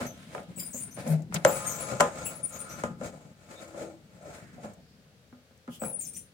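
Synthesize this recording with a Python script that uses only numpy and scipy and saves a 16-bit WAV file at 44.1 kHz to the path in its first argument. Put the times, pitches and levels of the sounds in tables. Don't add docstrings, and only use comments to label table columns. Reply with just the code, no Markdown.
import sys
import numpy as np
from scipy import signal
from scipy.fft import rfft, irfft, next_fast_len
from scipy.io import wavfile
from scipy.ndimage import uniform_filter1d

SR = 44100
rng = np.random.default_rng(int(sys.argv[2]) if len(sys.argv) > 2 else 0)


def digitize_waveform(pressure):
    field = np.atleast_2d(pressure).T
    bounded = np.clip(field, -1, 1)
    quanta = np.round(bounded * 32767).astype(np.int16)
    wavfile.write(sys.argv[1], SR, quanta)


N = 279153
TIME = np.arange(N) / SR

# (frequency [Hz], correlation [1])
CORRELATION = [(60, 1.23), (160, 0.85), (550, 0.9463), (1100, -0.1964), (2200, -0.654), (7000, 0)]
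# (frequency [Hz], left over right [dB])
BALANCE = [(60, 8), (160, 3), (300, 3.5), (550, 3.5), (1100, 1), (4000, 0), (8000, 6), (15000, -0.5)]
# (frequency [Hz], relative density [dB])
ROOM_SPECTRUM = [(20, -41.5), (45, -12.5), (80, -2), (190, -7.5), (310, -23.5), (470, -9.5), (950, -22.5),
                 (1450, -19), (2300, -21.5), (4400, -23), (9000, -32.5), (16000, -35)]
# (time [s], length [s], level [dB], syllable [name])
NOTES = [(0.06, 0.02155, -40.5, "low"), (.558, 0.036, -42, "middle"), (.574, 0.0656, -45, "top"),
         (0.578, 0.038, -42.5, "flick"), (0.581, 0.0396, -54, "squeak"), (0.59, 0.0267, -39.5, "shrill"),
         (0.591, 0.0185, -38.5, "chip"), (.644, 0.0325, -39.5, "dip"), (0.657, 0.027, -43, "top"),
         (.705, 0.047, -47, "middle"), (0.729, 0.0286, -39.5, "rasp"), (0.753, 0.0445, -41.5, "buzz"),
         (0.76, .03, -43, "lift"), (0.797, 0.0467, -36, "dip"), (.905, 0.0302, -49.5, "low"),
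         (0.938, 0.0184, -42, "dip"), (1.469, 0.034, -37.5, "shrill"), (1.496, 0.1032, -42.5, "middle"),
         (1.507, 0.0537, -39.5, "top"), (1.555, 0.0179, -36.5, "dip"), (1.616, 0.027, -42.5, "top"),
         (1.656, 0.0272, -30.5, "lift"), (1.659, 0.0704, -37.5, "fall"), (1.672, 0.144, -44.5, "buzz"),
         (1.8, 0.036, -35.5, "top"), (2.244, 0.0378, -34.5, "top"), (2.252, 0.0278, -33.5, "middle"),
         (2.35, 0.0264, -40, "top"), (2.428, 0.0301, -28.5, "high"), (2.462, 0.05, -49.5, "flick"),
         (2.52, 0.058, -46, "rasp"), (2.586, 0.0334, -36.5, "dip"), (2.688, 0.0526, -46.5, "low"),
         (5.794, 0.0663, -42, "middle"), (5.806, 0.0276, -50, "top"), (5.843, 0.0704, -36.5, "top"),
         (5.924, 0.0294, -32.5, "high"), (5.985, 0.0251, -31.5, "lift"), (5.999, 0.0339, -42.5, "buzz"),
         (6.01, .05, -64.5, "squeak"), (6.015, 0.0514, -44.5, "fall"), (6.064, 0.0315, -38, "dip"),
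         (6.13, 0.0156, -45, "flick"), (6.141, 0.0296, -44.5, "low"), (6.151, 0.031, -49, "buzz"),
         (6.162, 0.0217, -36.5, "dip"), (6.171, 0.0246, -43.5, "top")]
SYLLABLES = {"low": (5896.5, 6149, 0.3545, -8.5), "middle": (7850, 7869, 0.32, -5),
             "high": (9460, 9509.5, 0.07, -34), "top": (10380.5, 10489, 0.2121, -35),
             "dip": (9329, 9033.5, 0.5376, -34), "lift": (8450, 8898.5, 0.14, -38.5),
             "flick": (8902, 7599, 1.25, -15.5), "fall": (6849.5, 5898, 0.6166, -6.5),
             "rasp": (6300, 6901, 0.65, -9), "buzz": (7749, 7498, 0.9435, -8),
             "shrill": (7260, 7330, 0.087, 3), "squeak": (2398.5, 2220.5, 0.17, -23.5),
             "chip": (4927, 5104, 0.25, -30)}
# (frequency [Hz], relative density [dB])
RASP_SPECTRUM = [(1500, -36), (2300, -1), (3200, -12), (5000, -9.5), (7800, -0.5), (10500, -7.5),
                 (12500, -7.5), (15500, 0)]
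# (time [s], level [dB])
BOX_RUMBLE = [(0.0, -50.5), (0.14, -50.5), (1.04, -50.5), (1.23, -45), (2.64, -51), (3.03, -46),
              (3.35, -58.5), (3.79, -57), (3.98, -60.5), (4.6, -49.5), (5.11, -64.5), (5.69, -67.5),
              (5.89, -52), (6.33, -59.5)]
# (peak time [s], half length [s], centre [Hz], width [Hz], level [dB])
NOISE_SWELLS = [(0.223, 0.35, 3320, 1200, -62.5), (1.108, 0.033, 11000, 5000, -43),
                (1.364, 0.0101, 2400, 3000, -33.5), (2.738, 0.177, 1347, 160, -50.5),
                (3.586, 0.025, 3706, 250, -53.5), (3.791, 0.1576, 324.9, 24.6, -47.5),
                (3.824, 0.061, 540.2, 120, -40.5), (4.292, 0.075, 627, 117.6, -49.5),
                (4.422, 0.2, 1735, 700, -60.5), (4.593, 0.02, 623, 200, -48), (4.9, 0.0855, 4800, 900, -71),
                (5.746, 0.0336, 3170, 499, -52.5), (5.747, 0.0356, 9400, 11060, -51.5)]
# (time at full level [s], rise [s], hold [s], level [dB], pitch [Hz],
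# release [dB/s])
JUDDERS = [(1.113, 0.0326, .035, -21.5, 155, 236), (1.361, 0.0158, .008, -28, 169.7, 479)]
# (time [s], level [dB])
TICKS = [(.43, -58), (1.076, -38), (1.221, -53.5), (1.343, -23.5), (2.0057, -23.5), (2.449, -47.5),
         (2.839, -52.5), (4.735, -53.5), (5.575, -61)]
# (frequency [Hz], relative density [dB])
TICK_SPECTRUM = [(1000, -37.5), (3500, -14.5), (7200, 2.5), (11000, -10), (15000, -7.5)]
# (frequency [Hz], relative level [dB], t60 [s])
BOWL_MODES = [(153.08, -12.5, 0.43), (188.9, -9.5, 0.19), (525.95, -5.5, 0.2), (537.3, -3, 0.2),
              (577.43, 0, 0.16), (731.7, -9.5, 0.24), (802.5, -11.5, 0.2), (849.8, -10, 0.31),
              (892.5, -24, 0.13), (1020.8, -5.5, 0.1926), (1211, -15.5, .2), (1234.4, -7, 0.26),
              (1291, -8, 0.15), (1387, -6.5, 0.18), (1699.6, -7, 0.07), (1890, -18.5, 0.047),
              (2144, -17, .08), (6070, -25, 0.078), (6650, -11.5, 0.17), (7050, -13.5, 0.062),
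              (7360, -12, .05), (7500, -17.5, 0.075), (8730, -16, 0.22)]
# (low edge [Hz], high edge [Hz])
REGISTERS = [(35, 320), (320, 850), (850, 3500), (3500, 17000)]
# (time [s], extra left over right [dB])
BOWL_PLACE = [(0, -1), (.9, -0.5), (1.45, 0), (1.9, 2.5), (2.01, -1), (2.5, 0), (3.7, .5), (4.5, -1.5),
              (6.3, -1.5)]
# (time at full speed [s], rise [s], hold [s], level [dB], brightness [dB])
PUSHES = [(0.005, 0.0103, 0.0054, -32.5, -6), (0.179, 0.16, 0.15, -59, 1.5),
          (0.324, 0.057, 0.0696, -47.5, -5), (0.589, 0.18, 0.346, -57.5, -1),
          (0.969, 0.0127, 0.0355, -46, -3), (1.077, 0.047, 0.0454, -33, -11.5),
          (1.348, 0.0231, 0.0072, -36, -3.5), (1.452, 0.0093, 0.0135, -28, -4.5),
          (1.487, 0.032, 0.422, -41.5, -1.5), (1.893, 0.225, 0.183, -39.5, -8),
          (2.179, 0.148, 0.1873, -42.5, -5), (2.541, 0.154, 0.3, -47.5, -3),
          (3.038, 0.0446, 0.0302, -38.5, -7.5), (3.156, 0.15, 0.103, -53, -9.5),
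          (3.56, 0.1996, 0.137, -47.5, -5.5), (3.788, 0.0724, 0.05, -38, -10.5),
          (4.188, 0.258, 0.39, -59.5, -5), (4.275, 0.153, 0.023, -44.5, -13.5),
          (4.343, 0.047, 0.0165, -43.5, -3.5), (4.635, 0.034, 0.0056, -40.5, -9),
          (4.729, .1, 0.05, -55, -24), (4.867, .1, 0.18, -77.5, -4.5), (5.83, 0.026, 0.0228, -38.5, -18),
          (5.933, .1, .04, -52.5, -15.5)]
# (frequency [Hz], relative density [dB])
SLIDING_SPECTRUM = [(35, -33), (70, -9), (180, 3), (360, -8.5), (570, 2), (950, -9.5), (1380, -7.5),
                    (2300, -7), (2900, -17.5), (5200, -20.5), (7200, -25), (9700, -18.5), (11000, -28),
                    (16000, -31)]
# (time [s], ring over friction [dB])
RING_FREEDOM = [(0, -8.5), (1.4, -17), (1.5, 1), (2.8, -2.5), (2.95, -3), (6.3, -7)]
# (centre [Hz], width [Hz], relative level [dB])
RIM_BANDS = [(1319.5, 280, -8.5), (2238, 180, -22.5), (7396, 1800, -8)]
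# (frequency [Hz], relative density [dB])
KNOCK_SPECTRUM = [(35, -38), (70, -13), (120, 4.5), (190, 4), (340, -5.5), (560, 6), (900, -7),
                  (1370, -1.5), (2200, -13), (4300, -24.5), (7400, -10.5), (9500, -20), (12000, -29),
                  (16000, -33.5)]
# (time [s], contact time [s], box wall pitch [Hz], pitch favoured by the spot struck [Hz],
# body level over the first 30 ms [dB], boom over body [dB], clack over body [dB])
KNOCKS = [(0.008, 0.00377, 240.8, 517, -43.5, 6.5, 2.5), (0.348, 0.00105, 204.2, 728, -38.5, -18.5, -4.5),
          (0.379, 0.00077, 190.5, 764, -45.5, -2, -4), (0.49, 0.0045, 179.2, 520, -57, 9.5, -11),
          (0.566, 0.0077, 181.1, 492, -54.5, 10.5, -26.5), (0.739, 0.0031, 247.2, 490, -47.5, 2.5, -14.5),
          (0.971, 0.0042, 201.7, 716, -44.5, -2.5, -6), (1.058, 0.0081, 231.7, 602, -36.5, 0.5, -19.5),
          (1.323, 0.00087, 172, 1700, -57, 7, 11), (1.344, 0.00098, 166.2, 730, -43, 11.5, 2),
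          (1.449, 0.00039, 178, 548, -16, -15, -7), (1.92, 0.00175, 126.5, 525, -36, -1, -11.5),
          (1.997, 0.0053, 165.1, 764, -25, -11.5, -2.5), (2.0057, 0.000142, 240.3, 1010, -23, -16, 1.5),
          (2.8355, 0.00146, 228.9, 1340, -32.5, -3.5, -2.5), (3.008, 0.0049, 245.5, 503, -37.5, -5, -11.5),
          (3.245, 0.0056, 147.9, 523, -61, 9, -16.5), (3.743, 0.00257, 190.8, 563, -46.5, -6, -9.5),
          (4.634, 0.0102, 213.2, 530, -46.5, 3.5, -5.5), (5.055, 0.0045, 149, 524, -70.5, 7, -3),
          (5.325, 0.00176, 246.3, 1310, -62, 11, -0.5), (5.505, 0.0036, 244, 557, -67.5, 3.5, -3.5),
          (5.676, 0.00141, 245.7, 1380, -53.5, 11, 3), (5.684, .0008, 236.2, 547, -53, 8.5, -9.5),
          (5.817, 0.00148, 220.6, 782, -40, 0, -7.5), (5.835, 0.00145, 214.6, 504, -47, -1, 1)]

SIDES = np.array([[.5], [-.5]])


def from_db(db):
    return 10 ** (np.asarray(db) / 20)


def rms_one(x):
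    return x / np.sqrt(np.mean(x ** 2) + 1e-20)


def in_time(points):
    return np.interp(TIME, *np.transpose(points))


def at_hz(points, hz):
    f, value = np.transpose(points)
    return np.interp(np.log(hz + 1), np.log(f), value)


def band(x, low, high, order=3):
    sos = signal.butter(order, [low, min(high, .47 * SR)], "band", fs=SR, output="sos")
    return signal.sosfilt(sos, x + 1e-18)


def wander(per_s, size):
    steps = np.arange(size) * per_s / SR
    return np.interp(steps, np.arange(size), rng.standard_normal(size)) * np.sqrt(3 / 2)


def swell_db(s, rise_s, hold_s, release_db_per_s, rise_db=17):
    rise = np.minimum(rise_db * (TIME - s) / rise_s, 0)
    release = release_db_per_s * np.maximum(TIME - s - hold_s, 0)
    return np.maximum(rise - release, -150)


def stereo_noise(size, spectrum, grain=1):
    hz = np.fft.rfftfreq(size, 1 / SR)
    mid, side = rfft(rng.standard_normal((2, size)) * grain)
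    alike = np.clip(at_hz(CORRELATION, hz), 0, .99)
    pair = np.sqrt(1 + alike) * mid + 2 * SIDES * np.sqrt(1 - alike) * side
    colour = from_db(at_hz(spectrum, hz) + SIDES * at_hz(BALANCE, hz))
    return rms_one(irfft(pair * colour, size))


def steady_noise(spectrum):
    return stereo_noise(next_fast_len(N), spectrum)[:, :N]


def room_tone(level_db=-61):
    return from_db(level_db) * steady_noise(ROOM_SPECTRUM)


def across_room(x, direct_db=-6, wet_db=-2.5, direct_lean_db=10, wet_lean_db=6, t60=0.21):
    t = np.arange(SR // 2) / SR
    echoes = rng.standard_normal((2, len(t))) * from_db(-60 * t / t60)
    echoes /= np.sqrt(np.sum(echoes ** 2) / 2)
    wet = signal.fftconvolve(x[None], echoes, axes=1)[:, :N]
    return from_db(direct_db + SIDES * direct_lean_db) * x + from_db(wet_db + SIDES * wet_lean_db) * wet


def twitter(stumble_hz=350, rough_hz=520, flicker_db=3, edge_s=0.0072, difference_db=-8.5, rasp_db=-7):
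    voice, octave, power, rasp_power = np.zeros((4, N))
    for s, length, level_db, syllable in NOTES:
        start_hz, end_hz, rough, octave_db = SYLLABLES[syllable]
        size, at = int(length * SR), int(s * SR)
        t, span = np.arange(size) / SR, slice(at, at + size)
        jitter = min(rough, 1) * rough_hz * 2 * np.tanh(wander(2000, size) / 2)
        stumble = rough * stumble_hz * wander(140, size)
        hz = np.linspace(start_hz, end_hz, size) + jitter + stumble
        phase = 2 * np.pi * np.cumsum(hz) / SR
        swell = np.sin(np.pi / 2 * np.clip(np.minimum(t, length - t) / edge_s, 0, 1)) ** 2
        swell *= from_db(level_db + flicker_db * rough * wander(500, size))
        voice[span] += swell * np.sin(phase)
        octave[span] += swell * from_db(octave_db) * np.sin(2 * phase)
        power[span] += swell ** 2
        rasp_power[span] += (swell * rough) ** 2
    difference = from_db(difference_db) * band(voice ** 2 / np.sqrt(power + 1e-12), 2000, 3700)
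    rasp = from_db(rasp_db) * np.sqrt(rasp_power) * steady_noise(RASP_SPECTRUM)[0]
    return np.sqrt(2) * (voice + octave + difference) + rasp


def noise_swells():
    out, white = 0, steady_noise([(20, 0), (20000, 0)])
    for s, half_s, hz, width_hz, level_db in NOISE_SWELLS:
        noise = rms_one(band(white, max(hz - width_hz / 2, 20), hz + width_hz / 2, order=2))
        out += noise * from_db(level_db) * np.exp(-((TIME - s) / half_s) ** 2)
    return out


def box_judder(overtone_db=-22, lean_db=5.0, waver=0.02):
    out = 0
    for s, rise_s, hold_s, level_db, hz, release_db_per_s in JUDDERS:
        phase = 2 * np.pi * np.cumsum(hz * (1 + waver * wander(66, N))) / SR
        overtones = (np.sin(3 * phase) + np.sin(4 * phase)) * wander(80, N) / 2
        wave = np.sin(phase) + from_db(overtone_db) * overtones
        out += wave * from_db(level_db + swell_db(s, rise_s, hold_s, release_db_per_s))
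    return np.sqrt(2) * out * from_db(SIDES * lean_db)


def rim_ticks(t60=0.0512):
    envelope = 0
    for s, level_db in TICKS:
        envelope += (TIME >= s) * from_db(level_db - 60 * np.clip((TIME - s) / t60, 0, 2))
    return envelope * steady_noise(TICK_SPECTRUM)


def bowl_ring(t, scatter_db=0, spot_hz=1000, spot_db=0):
    hz, level_db, t60 = np.transpose(BOWL_MODES)[:, :, None]
    favour_db = spot_db / (1 + (6 * np.log2(hz / spot_hz)) ** 2)
    strength = from_db(level_db + favour_db + scatter_db * rng.standard_normal(hz.shape) - 60 * t / t60)
    skew = np.arccos(np.clip(at_hz(CORRELATION, hz), 0, 1)) * rng.choice([-1, 1], hz.shape)
    phase, lean_db = 2 * np.pi * hz * t, at_hz(BALANCE, hz)
    return np.array([(strength * from_db(side * lean_db) * np.sin(phase + side * skew)).sum(0)
                     for side in SIDES])


def overlapping_modes(x, size=1536):
    response = rfft(rng.standard_normal(size) * from_db(-60 * np.arange(size) / size))
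    response /= np.sqrt(uniform_filter1d(np.abs(response) ** 2, size=12))
    return signal.fftconvolve(x, irfft(response, size)[None], axes=1)[:, :N]


def push_levels(release_db_per_s=139.5, treble_release_db_per_s=213, push_boom_db=-7.5,
                rumble_lift_db=0.5, sway_db=1.18):
    body, treble = np.zeros((2, N))
    for s, rise_s, hold_s, level_db, bright_db in PUSHES:
        body_db = level_db + swell_db(s, rise_s, hold_s, release_db_per_s)
        treble_db = level_db + bright_db + swell_db(s, rise_s, hold_s, treble_release_db_per_s)
        body = np.hypot(body, from_db(body_db))
        treble = np.hypot(treble, from_db(treble_db))
    rumble = from_db(in_time(BOX_RUMBLE) + rumble_lift_db + sway_db * wander(25, N))
    boom = np.hypot(rumble, body * from_db(push_boom_db))
    return 20 * np.log10([body, boom / body, treble / body])


def bowl_scrape(catch_db=1.4636, grit_db=1.5, bite_db=1.96):
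    level_db, boom_db, bright_db = push_levels()
    freedom = from_db(in_time(RING_FREEDOM))
    size = next_fast_len(N)
    slips = from_db(catch_db * wander(260, size) + grit_db * wander(3000, size))
    friction = stereo_noise(size, SLIDING_SPECTRUM, slips)[:, :N]
    coloured = rms_one(overlapping_modes(friction))
    force = slips * rng.standard_normal(size)
    ring = signal.fftconvolve(force[None], bowl_ring(np.arange(SR // 3) / SR), axes=1)[:, :N]
    ring = freedom * rms_one(ring)
    gains_db = [boom_db - 1, -2.5, bright_db - 1, bright_db - 4.5]
    out = 0
    for rub, edges, gain_db in zip([friction, friction, coloured, coloured], REGISTERS, gains_db):
        blend = (rub + ring) / np.sqrt(1 + freedom ** 2)
        out += rms_one(band(blend, *edges)) * from_db(gain_db)
    for hz, width_hz, sing_db in RIM_BANDS:
        singing = rms_one(band(coloured, hz - width_hz / 2, hz + width_hz / 2, order=2))
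        out += singing * freedom * from_db(sing_db + bright_db / 2)
    return out * from_db(level_db + bite_db * wander(35, N))


def bowl_knocks(ring_db=-5, wall_db=1, tail_db=-3, wall_t60=0.244, crack_t60=0.012):
    size, head = SR // 2, SR * 3 // 100
    t, out = np.arange(size) / SR, np.zeros((2, N + size))
    tail_t60s, cracks_db = np.geomspace(0.321, 0.2424, len(REGISTERS)), [5, 8, 16, 20]
    for s, contact_s, wall_hz, spot_hz, body_db, boom_db, clack_db in KNOCKS:
        treble_db = clack_db + 3.5 + .5 * body_db
        levels_db = body_db + np.array([boom_db, 0, clack_db, treble_db])
        wall = np.sin(2 * np.pi * wall_hz * t) * from_db(wall_db - 60 * t / wall_t60 + 2 * SIDES)
        ring = bowl_ring(t, scatter_db=0.5, spot_hz=spot_hz, spot_db=8) * from_db(ring_db) + wall
        noise, at = stereo_noise(size, KNOCK_SPECTRUM), round(s * SR)
        onset = np.minimum(t / contact_s, 1) ** 2
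        for edges, level_db, t60, crack_db in zip(REGISTERS, levels_db, tail_t60s, cracks_db):
            fade = from_db(crack_db - 60 * t / crack_t60) + from_db(tail_db - 60 * t / t60)
            part = band((ring + noise * fade) * onset, *edges, order=4)
            out[:, at:at + size] += part * from_db(level_db) / np.sqrt(np.mean(part[:, :head] ** 2))
    return out[:, :N]


def scene(right_delay_s=8e-5):
    air = room_tone()
    bowl = bowl_knocks() + bowl_scrape() + box_judder() + noise_swells() + rim_ticks()
    left, right = bowl * from_db(SIDES * in_time(BOWL_PLACE))
    right = np.interp(TIME - right_delay_s, TIME, right)
    return air + across_room(twitter()) + np.array([left, right])


def record(dry, bass_hz=50, cutoff_hz=15950):
    thin = signal.sosfilt(signal.butter(2, bass_hz, "high", fs=SR, output="sos"), dry)
    low_pass = signal.ellip(10, .1, 80, cutoff_hz, fs=SR, output="sos")
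    return signal.sosfilt(low_pass, np.tanh(thin))


dry = scene()
out = record(dry)
digitize_waveform(out)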